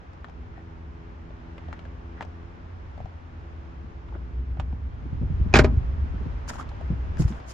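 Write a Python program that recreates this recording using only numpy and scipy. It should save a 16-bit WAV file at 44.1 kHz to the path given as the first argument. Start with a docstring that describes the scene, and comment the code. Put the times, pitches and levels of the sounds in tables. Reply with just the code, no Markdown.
"""A van's driver's door slams on a gravel lot: latch, seals and one rebound, as rung modes and dying noise.
Two steps back scuff the gravel in showers of tiny pings; small knocks are damped rings with dry clicks.
Moving air buffets the microphone of a hand-held camera as low noise with swinging puffs.
Behind lie distant traffic, made of shaped noise, and two humming engines, made of sines."""
import sys
import numpy as np
from scipy import signal
from scipy.fft import rfft, irfft, next_fast_len
from scipy.io import wavfile
from scipy.ndimage import map_coordinates

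SR = 44100
rng = np.random.default_rng(int(sys.argv[2]) if len(sys.argv) > 2 else 0)


def wav_record(signal):
    """Record a signal, one row per channel, as 16-bit PCM in the file named by sys.argv[1]."""
    frames = np.transpose(np.atleast_2d(signal))
    bounded = np.clip(frames, -1, 1)
    # unit amplitude maps onto the largest positive 16-bit level
    quanta = np.round(bounded * 32767).astype(np.int16)
    wavfile.write(sys.argv[1], SR, quanta)


N = 332073
LEFT_RIGHT = np.array([[0.5], [-0.5]])  # shares of a left-right difference


def amp(db):
    """Decibels to gain."""
    return np.exp(np.asarray(db) * (np.log(10) / 20))


def unit(x):
    """Scale to rms 1."""
    return x / np.sqrt(np.mean(x ** 2) + 1e-20)


def along(points, hz):
    """Read (frequency, value) points on a log frequency axis."""
    f, v = np.transpose(points)
    return np.interp(np.log(hz + 1), np.log(f + 1), v)


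def curves(rows):
    """One value per sample for each column after the time."""
    s, *cols = np.transpose(rows)
    return [np.interp(np.arange(N) / SR, s, c) for c in cols]


def wobble(rate):
    """A smooth random curve with rate knots a second."""
    coarse = np.arange(0, N, 20)
    knots = rng.standard_normal(512)
    curve = map_coordinates(knots, [coarse * rate / SR], mode="wrap")
    return np.interp(np.arange(N), coarse, curve)


def filtered(x, response):
    """Multiply the spectrum of x by a response of frequency."""
    n = x.shape[-1]
    m = next_fast_len(n + 4096)
    return irfft(rfft(x, m) * response(np.fft.rfftfreq(m, 1 / SR)), m)[..., :n]


def add(track, s, sound):
    """Mix a sound into a track at time s."""
    start = round(s * SR)
    track[..., start:start + sound.shape[-1]] += sound[..., :N - start]


def widen(pair, side_db):
    """Two unrelated signals, as middle and side, become left and right with rms 1."""
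    side = amp(side_db) * pair[1]
    return unit(np.array([pair[0] + side, pair[0] - side]))


def rush(spectrum, alike):
    """Steady stereo noise of rms 1 with a given left-right likeness."""
    def colour(hz):
        turn = np.arccos(np.clip(along(alike, hz), -1, 1)) / 2
        return amp(along(spectrum, hz)) * [np.cos(turn), np.sin(turn)]
    return widen(filtered(rng.standard_normal((2, N)), colour), 0)


def dying(noise, t60s):
    """Each frequency of a noise dies at its own speed."""
    hz, t, z = signal.stft(noise, SR, nperseg=128)
    decay = amp(-60 * t / along(t60s, hz)[:, None])
    return signal.istft(z * decay, SR, nperseg=128)[1][:, :noise.shape[-1]]


def ring(modes, t, scatter_db):
    """Sum damped modes, struck at slightly new strengths each time."""
    hz, db, t60 = np.transpose(modes)[:, :, None]
    sign = (-1) ** np.arange(len(hz))[:, None]
    level_db = db + scatter_db * rng.standard_normal(hz.shape) - 60 * t / t60
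    return np.sum(sign * amp(level_db) * np.sin(2 * np.pi * hz * t), axis=0)


def pulse(colour):
    """One sharp causal pulse of peak 1 with a given spectrum."""
    size = 4096
    magnitude = np.maximum(colour(np.fft.rfftfreq(size, 1 / SR)), 1e-6)
    # folding the cepstrum forward gives minimum phase: the energy comes first
    cepstrum = irfft(np.log(magnitude))
    cepstrum[1:size // 2] *= 2
    cepstrum[size // 2 + 1:] = 0
    wave = irfft(np.exp(rfft(cepstrum)))
    return wave / np.abs(wave).max()


def smear(x, t60_s):
    """Two unrelated trails of dense, quickly dying copies of a sound."""
    trail = rng.standard_normal((2, len(x))) * amp(-60 * np.arange(len(x)) / SR / t60_s)
    return signal.fftconvolve(x[None], trail / np.linalg.norm(trail[0]), axes=1)[:, :len(x)]


# door contacts: (time [s], clatter drive [dB], clatter tilt [dB per octave], latch ring [dB],
# panel ring [dB], frame clonk [dB], lock plate [dB])
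CONTACTS = [(5.529, -41, -2, -38.5, -49, -39, -42), (5.5391, -12.5, -4, -4, -21.5, -12, -33),
            (5.5446, -15.5, 0, -16.5, -28.5, -6, -19), (5.5549, -10.5, 0, -18, -25.5, -21.5, -16),
            (5.5606, -25, -3, -28.5, -21.5, -6, -25.5), (5.5656, -23, 9.5, -23.5, -31.5, -28, -30),
            (5.5695, -16.5, -3, -25, -26, -29.5, -23.5), (5.588, -16.5, 5, -28, -37, -30.5, -31),
            (5.5917, -17.5, -5.5, -22, -23.5, 2, -10), (5.6002, -23, -6.5, -41, -32, -13.5, -22),
            (5.638, -40.5, 4, -43, -47, -36.5, -43), (5.6443, -25.5, -0.5, -28, -28, -5.5, -28.5),
            (5.649, -32, -5.5, -43.5, -40, -18, -37)]
# loose trim and lock parts: (frequency [Hz], density [dB per Hz])
CLATTER_SPECTRUM = [(150, -23), (280, 4), (420, -0.5), (650, -6), (900, 1.5), (1200, -2), (1600, 2),
                    (2400, 0), (3100, -6), (5200, -10.5), (5600, -15.5), (7100, -16), (8300, -33.5),
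                    (11000, -41.5), (15500, -60.5)]
# how long the trim rattles: (frequency [Hz], t60 [s])
CLATTER_T60 = [(200, 0.076), (450, 0.11), (800, 0.14), (2500, 0.081), (6000, 0.062), (12000, 0.066)]
# latch claw and striker: (frequency [Hz], level [dB], t60 [s])
LATCH_MODES = [(820, -13, 0.035), (2160, -15, 0.025), (2447, -1, 0.034), (2600, -10.5, 0.04),
               (3965, -15, 0.018), (4800, -16.5, .016), (5180, -17, 0.013), (6170, -22.5, 0.031),
               (6700, -21, 0.018)]
# lock plate: (frequency [Hz], level [dB], t60 [s])
LOCK_PLATE_MODES = [(1438, 1, 0.028), (1566, -4, 0.034), (1680, -9.5, .04), (1820, -17, 0.076),
                    (2090, -12.5, 0.041), (2410, -12, .04), (2950, -20.5, 0.037), (5320, -18.5, 0.033),
                    (5800, -20.5, .025)]
# sheet-steel door skin: (frequency [Hz], level [dB], t60 [s])
SKIN_MODES = [(146, -9.5, 0.31), (183.6, -8, 0.14), (240.3, 0, 0.4), (259, -5.5, 0.64), (301, -7.5, 0.35),
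              (354, -12, 0.27), (395, -8.5, 0.42), (440.6, -19, 0.28), (582, -8, 0.18), (623, -1, 0.16),
              (784, -2.5, 0.14), (969, -4, 0.12), (1033, -14.5, 0.18), (1265, -6.5, 0.12)]
# stiff door frame: (frequency [Hz], level [dB], t60 [s])
FRAME_MODES = [(383, 5, 0.018), (632, -11, 0.041), (1212, -22, 0.027), (2350, -30.5, 0.044)]
CRACK_DB = -3  # first pulse of a contact, against its clatter drive


def door_contacts():
    """Each contact cracks, rattles the trim and rings latch, lock plate, skin and frame."""
    out, t = np.zeros((2, N)), np.arange(SR * 3 // 4) / SR
    for s, clatter_db, tilt_db, latch_db, panel_db, frame_db, plate_db in CONTACTS:
        colour = lambda hz: amp(along(CLATTER_SPECTRUM, hz) + tilt_db * np.log2((hz + 100) / 1500))
        noise = filtered(rng.standard_normal((2, len(t))), colour)
        clatter = 0.8 * dying(widen(noise, side_db=-6.0), CLATTER_T60)
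        latch = ring(LATCH_MODES, t, scatter_db=1.5)
        plate = ring(LOCK_PLATE_MODES, t, scatter_db=1)
        skin = ring(SKIN_MODES, t, scatter_db=1.5)
        frame = ring(FRAME_MODES, t, scatter_db=1)
        hard = amp(clatter_db) * clatter + amp(latch_db) * latch + amp(plate_db) * plate
        hard = hard * (1 - np.exp(-(t / 0.00024) ** 2))
        steel = amp(panel_db) * skin + amp(frame_db) * frame
        steel = steel * (1 - np.exp(-t / 0.002))  # rubber seals soften the blow
        add(out, s, hard + steel)
        add(out, s, amp(clatter_db + CRACK_DB) * pulse(colour))
    return out


# the door lands on its seals and pushes air against the cabin: (time [s], level [dB])
THUDS = [(5.54, -10), (5.5634, -5), (5.5949, -4.5), (5.636, -16), (5.691, -14.5)]
# air and body shell of the cabin: (frequency [Hz], level [dB], t60 [s])
CABIN_MODES = [(51.4, -12, 0.36), (81.8, -0.5, 0.17), (86, -6.5, 0.31), (120, 1, 0.067),
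               (151, -10.5, 0.028)]


def cabin_thuds():
    """Air pushed in by the landing door excites the low modes of the cabin."""
    out, t = np.zeros((2, N)), np.arange(SR * 3 // 4) / SR
    for s, db in THUDS:
        cabin = ring(CABIN_MODES, t, scatter_db=1)
        add(out, s, amp(db) * cabin * (1 - np.exp(-t / 0.0046)))
    return out


# stereo balance of the door: (frequency [Hz], left-right difference [dB])
DOOR_BALANCE = [(110, 2), (200, -2), (380, 2.5), (700, -4), (1290, -3), (2380, -2.5), (4400, 4.5),
                (8120, -1.5)]
# stereo phase of the door: (frequency [Hz], lead of the left [rad])
DOOR_PHASE = [(200, -0.078), (1500, -0.13), (2450, 0.75), (3400, 0.97), (5400, 0.52), (6900, 1),
              (8000, -0.28)]


def door():
    """Contacts and thuds reach the two microphone ports with different level and phase."""
    def port(hz):
        level = amp(along(DOOR_BALANCE, hz) * LEFT_RIGHT)
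        return level * np.exp(1j * LEFT_RIGHT * along(DOOR_PHASE, hz))
    return filtered(door_contacts() + cabin_thuds(), port)


BOOM_DB, BOOM_RISE_S, BOOM_T60_S = -18, 0.05, 0.42


def boom():
    """The hardest thud sets the whole body booming: low diffuse noise that swells and dies."""
    start = max(THUDS, key=lambda thud: thud[1])[0]
    t = np.maximum(np.arange(N) / SR - start, 0)
    envelope = amp(BOOM_DB - 60 * t / BOOM_T60_S) * (1 - np.exp(-t / BOOM_RISE_S))
    return envelope * rush(DRONE_SPECTRUM, ALIKE)


def stones(size, spectrum, rate, t60_s):
    """A shower of tiny collisions of unequal strength, each ringing at its own pitch."""
    t = np.arange(int(t60_s * SR)) / SR
    when, pitch, strength = rng.random((int(rate * size / SR), 3)).T[:, :, None]
    hz = spectrum[0][0] + pitch * (spectrum[-1][0] - spectrum[0][0])
    level = amp(along(spectrum, hz) + 18 * strength - 60 * t / t60_s)
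    pings = level * np.sin(2 * np.pi * hz * t) * (1 - np.exp(-t * hz))
    places = (when * size).astype(int) + np.arange(len(t))
    return np.bincount(places.ravel(), pings.ravel(), size)[:size]


# shoes grind on gravel: (time of greatest pressure [s], rise [s], fall [s],
# stone crunch [dB], grit before its lift [dB])
SCUFFS = [(4.149, 0.0091, 0.015, -46.5, -83), (6.497, 0.0094, 0.0063, -38.5, -41),
          (6.55, 0.036, 0.018, -47, -56.5), (6.598, 0.012, .02, -40, -56),
          (7.203, 0.011, 0.028, -46.5, -47.5), (7.287, 0.01, 0.022, -52, -55.5),
          (7.349, .03, 0.036, -50.5, -68), (7.512, .022, 0.0086, -71, -50.5)]
# larger stones: (frequency [Hz], density [dB per Hz])
CRUNCH_SPECTRUM = [(350, 9), (900, 9), (1550, 4.5), (2400, -14.5), (3600, -11.5)]
# fine grit: (frequency [Hz], density [dB per Hz])
GRIT_SPECTRUM = [(1200, 11), (2800, 8), (4200, -5), (5300, 13.5), (5600, -5), (6600, 11), (7200, 6.5),
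                 (7600, -3.5), (8500, -7.5), (9600, -5.5), (11800, -8), (13500, -26)]
STONES_PER_S, STONE_T60_S = 2200, 0.009
GRIT_PER_S, GRIT_T60_S, GRIT_LIFT_DB = 14000, 0.003, 2.5


def steps():
    """Shoe pressure swells and eases, knocking larger stones together and sweeping fine grit."""
    out = np.zeros((2, N))
    for s, rise_s, fall_s, crunch_db, grit_db in SCUFFS:
        t = np.arange(-SR // 8, SR // 8) / SR
        pressure = np.exp(-0.5 * (t / np.where(t < 0, rise_s, fall_s)) ** 2)
        large = [stones(len(t), CRUNCH_SPECTRUM, STONES_PER_S, STONE_T60_S) for _ in range(2)]
        fine = [stones(len(t), GRIT_SPECTRUM, GRIT_PER_S, GRIT_T60_S) for _ in range(2)]
        crunch = amp(crunch_db) * widen(large, side_db=1.0)
        grit = amp(grit_db + GRIT_LIFT_DB) * widen(fine, side_db=1.0)
        add(out, s + t[0], pressure * (crunch + grit))
    return out


# dry clack of a small contact: (frequency [Hz], density [dB per Hz])
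CLACK_SPECTRUM = [(300, -10.5), (700, 5), (1300, 1), (1900, -2.5), (2800, -7.5), (4000, -15.5), (7000, -40),
                  (10000, -45), (15000, -94)]
# bright snap of a small contact: (frequency [Hz], density [dB per Hz])
SNAP_SPECTRUM = [(1500, -30), (3000, 6.5), (5000, 7.5), (7200, 0), (8300, -12.5), (11500, -16.5),
                 (13000, -37)]
THUD_DB, THUD_HZ = -11.5, 273  # dull body, against the ring
CHATTER_DB, CHATTER_T60_S = 2, 0.02
SCATTER_DB, SCATTER_T60_S = -2, 0.05  # reflections from surfaces close by


def small_contacts(rows):
    """A damped ring and thud, with a clack and snap that chatter, scattered by near surfaces."""
    clack = pulse(lambda hz: amp(along(CLACK_SPECTRUM, hz)))
    snap = pulse(lambda hz: amp(along(SNAP_SPECTRUM, hz)))
    out, t = np.zeros((2, N)), np.arange(len(clack)) / SR

    def swing(hz, cycles):
        """A sine whose envelope peaks at 1 after the given cycles."""
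        age = t * hz / cycles
        return age * np.exp(1 - age) * np.sin(2 * np.pi * hz * t)

    for s, ring_db, ring_hz, cycles, clack_db, snap_db, pan_db in rows:
        click = amp(clack_db) * clack + amp(snap_db) * snap
        chatter = amp(CHATTER_DB) * smear(click, CHATTER_T60_S)[0]
        body = swing(ring_hz, cycles) + amp(THUD_DB) * swing(THUD_HZ, 0.4)
        hit = amp(ring_db) * body + click + chatter
        scatter = amp(SCATTER_DB) * smear(hit, SCATTER_T60_S)
        add(out, s, amp(pan_db * LEFT_RIGHT) * (hit + scatter))
    return out


# single pebbles: (time [s], ring [dB], ring frequency [Hz], cycles until the ring peaks [cycles],
# clack [dB], snap [dB], left-right difference [dB])
PEBBLES = [(6.479, -37, 1180, 0.69, -44, -45, 7), (6.495, -33, 1730, 1.2, -48, -40, 3),
           (6.503, -28, 1520, 0.51, -51, -40, 0), (6.511, -30, 710, 0.33, -47, -52, 5),
           (6.536, -35, 1330, .7, -47, -50, 2), (6.556, -35, 910, 0.63, -46, -47, 7),
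           (6.566, -40, 1500, 1.2, -50, -51, 2), (6.585, -36, 1130, 0.76, -49, -56, 3),
           (6.597, -28, 1210, 0.98, -46, -50, -2), (6.611, -33, 1270, 0.65, -40, -46, -2),
           (6.627, -38.5, 1080, 0.84, -48, -55, 5), (6.691, -48, 1300, 0.66, -52, -47, 8),
           (7.171, -41, 1700, 0.89, -48, -48, 6), (7.183, -40, 1490, 1.6, -50, -55, 3),
           (7.222, -44, 1300, 0.69, -39, -40, 4), (7.242, -40, 1390, 0.91, -45, -52, 3),
           (7.28, -52, 1100, 1, -37, -43, 5), (7.324, -47, 990, 1, -37, -52, 5),
           (7.401, -56, 1400, 0.69, -41, -50, 5), (7.496, -57, 1470, .8, -52, -54, 6),
           (7.514, -49, 1800, .8, -56, -43.5, 4)]


def pebbles():
    """Single pebbles snap out from under the sole, each a short ring and click."""
    return small_contacts(PEBBLES)


# light knocks and handling clicks: (time [s], ring [dB], ring frequency [Hz],
# cycles until the ring peaks [cycles], clack [dB], snap [dB], left-right difference [dB])
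KNOCKS = [(.133, -57, 660, .5, -52, -59, 13), (.2445, -51, 1170, 0.95, -33.5, -51, 4),
          (.285, -41, 730, .5, -45, -59, 8), (.297, -47, 910, 0.71, -48, -57, 10),
          (.578, -40.5, 740, 0.71, -49, -66, 4), (1.306, -41.5, 590, 0.53, -48, -73, 11),
          (1.5805, -45, 1003, 0.84, -33.5, -50, 3), (1.685, -33, 620, 0.77, -46, -60, 3),
          (1.7285, -28, 1480, 0.43, -35, -43, 5), (1.792, -53, 930, 0.55, -38.5, -51.5, 9),
          (1.853, -43, 1580, 1.1, -49, -61, 12), (1.857, -40, 620, .7, -58, -68, -3),
          (2.2085, -27.5, 900, 0.55, -33, -45, 6), (2.209, -28, 1700, 1.1, -40, -54, 0),
          (2.2185, -34.5, 830, 0.51, -39, -46, -6), (2.225, -36, 634, 0.82, -28.5, -41, 4),
          (2.2495, -37, 660, 0.7, -48, -51, 11), (2.978, -41, 734, 1, -47, -58, 9),
          (3.0035, -31.5, 670, 0.44, -49, -58, 2), (3.012, -42, 770, 0.56, -50, -62, 1),
          (3.0575, -39, 730, .9, -55, -58.5, 12), (4.086, -42.5, 1030, 0.75, -44.5, -63, -3),
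          (4.125, -41, 910, 0.87, -59, -69, 7.5), (4.572, -35, 700, 0.65, -46, -62, -6.5),
          (4.5985, -29, 900, 0.47, -28.5, -41, -5), (4.6025, -29, 900, 0.31, -35.5, -43, 1.5),
          (4.727, -41, 880, 0.47, -50, -63, 5), (6.715, -39, 930, 0.82, -43, -60, 0),
          (6.811, -32, 650, 1.06, -50, -51, 1)]


def knocks():
    """Small knocks and handling clicks, each a short ring and click."""
    return small_contacts(KNOCKS)


def grains(spectrum, rate, side_db):
    """Clicks of very unequal size over faint noise, rms 1."""
    clicks = (rng.random((2, N)) < rate / SR) * rng.standard_normal((2, N))
    clicks = clicks + 0.076 * rng.standard_normal((2, N))
    return widen(filtered(clicks, lambda hz: amp(along(spectrum, hz))), side_db)


# light rubbing around the clicks: (time [s], half length [s], level [dB])
RUBS = [(0.572, 0.033, -57.5), (1.715, 0.061, -56.5), (2.188, 0.016, -51)]
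# rubbing surfaces: (frequency [Hz], density [dB per Hz])
RUB_SPECTRUM = [(400, -9), (1550, 2), (1900, 5), (2200, -6), (9000, -45.5), (15000, -75)]


def rubs():
    """Surfaces slide over each other in tiny slips as the pressure swells and eases."""
    t = np.arange(N) / SR
    pressure = sum(amp(db) * np.exp(-0.5 * ((t - s) / half) ** 2) for s, half, db in RUBS)
    return pressure * grains(RUB_SPECTRUM, rate=310, side_db=-2.0)


# weak answer of the lot: (frequency [Hz], t60 [s])
YARD_T60 = [(100, 0.98), (400, 0.53), (1000, 0.12), (3000, 0.099), (10000, 0.093)]


def yard(x):
    """Parked cars and walls answer 10 ms later with a diffuse tail."""
    tail = dying(rng.standard_normal((2, SR * 3 // 4)), YARD_T60)
    tail = np.pad(tail / np.linalg.norm(tail[0]), ((0, 0), (SR // 100, 0)))
    return signal.fftconvolve(x, tail, axes=1)[:, :N]


# air moving past the microphone: (time [s], rumble before its lift [dB])
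AIR = [(0, -49.5), (.4, -44), (3.8, -45), (4.6, -35.5), (5.0, -36), (5.4, -25.5), (6.05, -29),
       (6.35, -32.5), (6.6, -38), (7.1, -30), (7.26, -26.5), (7.4, -45)]
# rumble of that air: (frequency [Hz], density [dB per Hz])
RUMBLE_SPECTRUM = [(11, -10), (18, -26), (45, 2), (65, 5.5), (77, 3), (112, -6.5), (140, -10.5), (172, -24),
                   (347, -37), (400, -37), (520, -107), (880, -120)]
# soft bumps of handling and air on the microphone: (time [s], drive [dB], frequency [Hz])
PUFFS = [(2.999, -28, 80), (3.044, -25.5, 68), (3.841, -27, 133), (4.151, -36.5, 290), (4.587, -22, 83.5),
         (4.728, -29.5, 151), (5.054, -24, 125), (5.122, -17, 87), (5.21, -16.5, 138), (5.228, -21.5, 148),
         (5.302, -18, 88), (5.399, -15, 97), (5.458, -16.5, 108), (5.772, -13.5, 72), (5.866, -24, 66),
         (6.041, -21, 75), (6.14, -26, 139), (6.205, -26.5, 178), (6.256, -20.5, 131), (6.901, -18.5, 138),
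         (6.922, -17.5, 122), (7.192, -19, 227), (7.197, -11, 101), (7.21, -15, 110), (7.248, -11.5, 70),
         (7.304, -24, 147)]


def wind():
    """Low rumble on the microphone, with bumps and puffs that swing for a few cycles."""
    [rumble_db] = curves(AIR)
    alike = [(60, 0.91), (200, 0.44)]  # (frequency [Hz], left-right likeness)
    rumble = amp(rumble_db + 1.5) * rush(RUMBLE_SPECTRUM, alike)
    puffs, t = np.zeros((2, N)), np.arange(SR // 4) / SR
    for s, db, puff_hz in PUFFS:
        swing = np.sin(2 * np.pi * puff_hz * t)
        colour = lambda hz: hz / (1 + (hz / (1.37 * puff_hz)) ** 5)
        eddies = widen(filtered(rng.standard_normal((2, len(t))), colour), side_db=-10.0)
        envelope = amp(db + 0.5 - 60 * t / 0.083) * (1 - np.exp(-t / 0.0035))
        add(puffs, s, envelope * (0.68 * swing + 1.016 * eddies))
    return rumble + puffs


# road noise, louder away from the open cabin: (time [s], tyre hiss before lift and drift [dB])
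LOT = [(0, -53), (1.2, -53), (1.7, -51), (2.6, -52), (3.6, -52), (4.8, -53.5), (5.3, -49.5), (5.9, -48),
       (7.3, -47), (7.53, -48)]
# tyre hiss: (frequency [Hz], density [dB per Hz])
HISS_SPECTRUM = [(200, 3), (500, 3), (900, 3), (1500, -2), (2400, -9.5), (3200, -15), (3700, -18.5),
                 (4700, -23), (5300, -22), (5700, -26.5), (6600, -27), (7200, -33.5), (8500, -44),
                 (15000, -64.5)]
# low drone, also the colour of the boom: (frequency [Hz], density [dB per Hz])
DRONE_SPECTRUM = [(60, -4.5), (118, 6), (130, 3.5), (147, 7), (195, -0.5), (215, 4), (240, 4), (258, 3),
                  (300, -1.5), (380, -5), (550, -17), (1000, -72)]
# stereo width of hiss, drone and boom: (frequency [Hz], left-right likeness [-1 to 1])
ALIKE = [(130, 1), (290, 0.52), (640, -0.28), (1410, -0.32), (3100, 0.26), (7000, -0.092)]
DRONE_DB, DRONE_PER_AIR = -51.5, 0.53  # drone in calm air; dB gained for each dB of rumble
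CALM_DB = -42.5  # calm air, on the scale of the air table


def traffic():
    """Far road noise: the hiss of tyres and a low drone that swells with the moving air."""
    [hiss_db] = curves(LOT)
    [rumble_db] = curves(AIR)
    drone_db = DRONE_DB + DRONE_PER_AIR * (rumble_db - CALM_DB) + 0.38 * wobble(3.0)
    drone = amp(drone_db) * rush(DRONE_SPECTRUM, ALIKE)
    drift_db = 0.35 * wobble(7)
    return drone + amp(hiss_db + 1.5 + drift_db) * rush(HISS_SPECTRUM, ALIKE)


# a car engine nearby: (time [s], mean firing rate [Hz], level before the multiples' levels [dB])
ENGINE = [(0, 83.05, -59), (.5, 82.72, -48.5), (1.3, 82.8, -49), (2.4, 85.5, -47.5), (3.1, 85.43, -61.5),
          (3.7, 84.2, -48.5), (4.7, 86.1, -50.5), (5.5, 86.8, -76.5)]
# its exhaust note: (multiple of the firing rate [count], level [dB])
EXHAUST = [(1, -2), (2, -6), (3, -9), (4, -8.5), (5, -14.5)]
WAVER_DB = 2


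def engine():
    """An engine hums at multiples of its firing rate; each wavers on its own."""
    firing_hz, db = curves(ENGINE)
    phase = 2 * np.pi * np.cumsum(firing_hz * (1 + 0.00353 * wobble(5))) / SR
    hum = sum(amp(level + WAVER_DB * wobble(9.6)) * np.sin(k * phase) for k, level in EXHAUST)
    return np.sqrt(2) * amp(db) * hum


# a farther, deeper engine: (time [s], mean firing rate [Hz], mean level [dB])
DIESEL = [(0, 72, -55), (1.9, 78.28, -43.5), (2.8, 87, -43), (3.4, 81.23, -42.5), (4.05, 60.6, -39.5),
          (4.33, 61, -35.5), (4.38, 61.55, -31), (4.8, 66.57, -33.5), (5.3, 64, -56), (6.55, 57.77, -69.5),
          (6.78, 60, -34.5), (7.06, 61.77, -30.5), (7.3, 58.5, -63)]


def diesel():
    """A farther engine of which only the deep firing note carries; it drops and picks up again."""
    firing_hz, db = curves(DIESEL)
    phase = 2 * np.pi * np.cumsum(firing_hz * (1 + 0.012 * wobble(7.2))) / SR
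    return np.sqrt(2) * amp(db + 2.1 * wobble(22)) * np.sin(phase)


def scene():
    """Door, knocks and pebbles with the answer of the lot, over the background."""
    hits = door() + knocks() + pebbles()
    near = hits + amp(-23.5) * yard(hits) + boom() + steps() + rubs()
    return near + wind() + traffic() + engine() + diesel()


TOP_HZ = 15800


def record(dry):
    """The camera rounds off the highest peaks and keeps nothing above its band limit."""
    rounded = dry / (1 + np.abs(dry) ** 8) ** (1 / 8)
    return filtered(rounded, lambda hz: hz < TOP_HZ)


dry = scene()
out = record(dry)
wav_record(out)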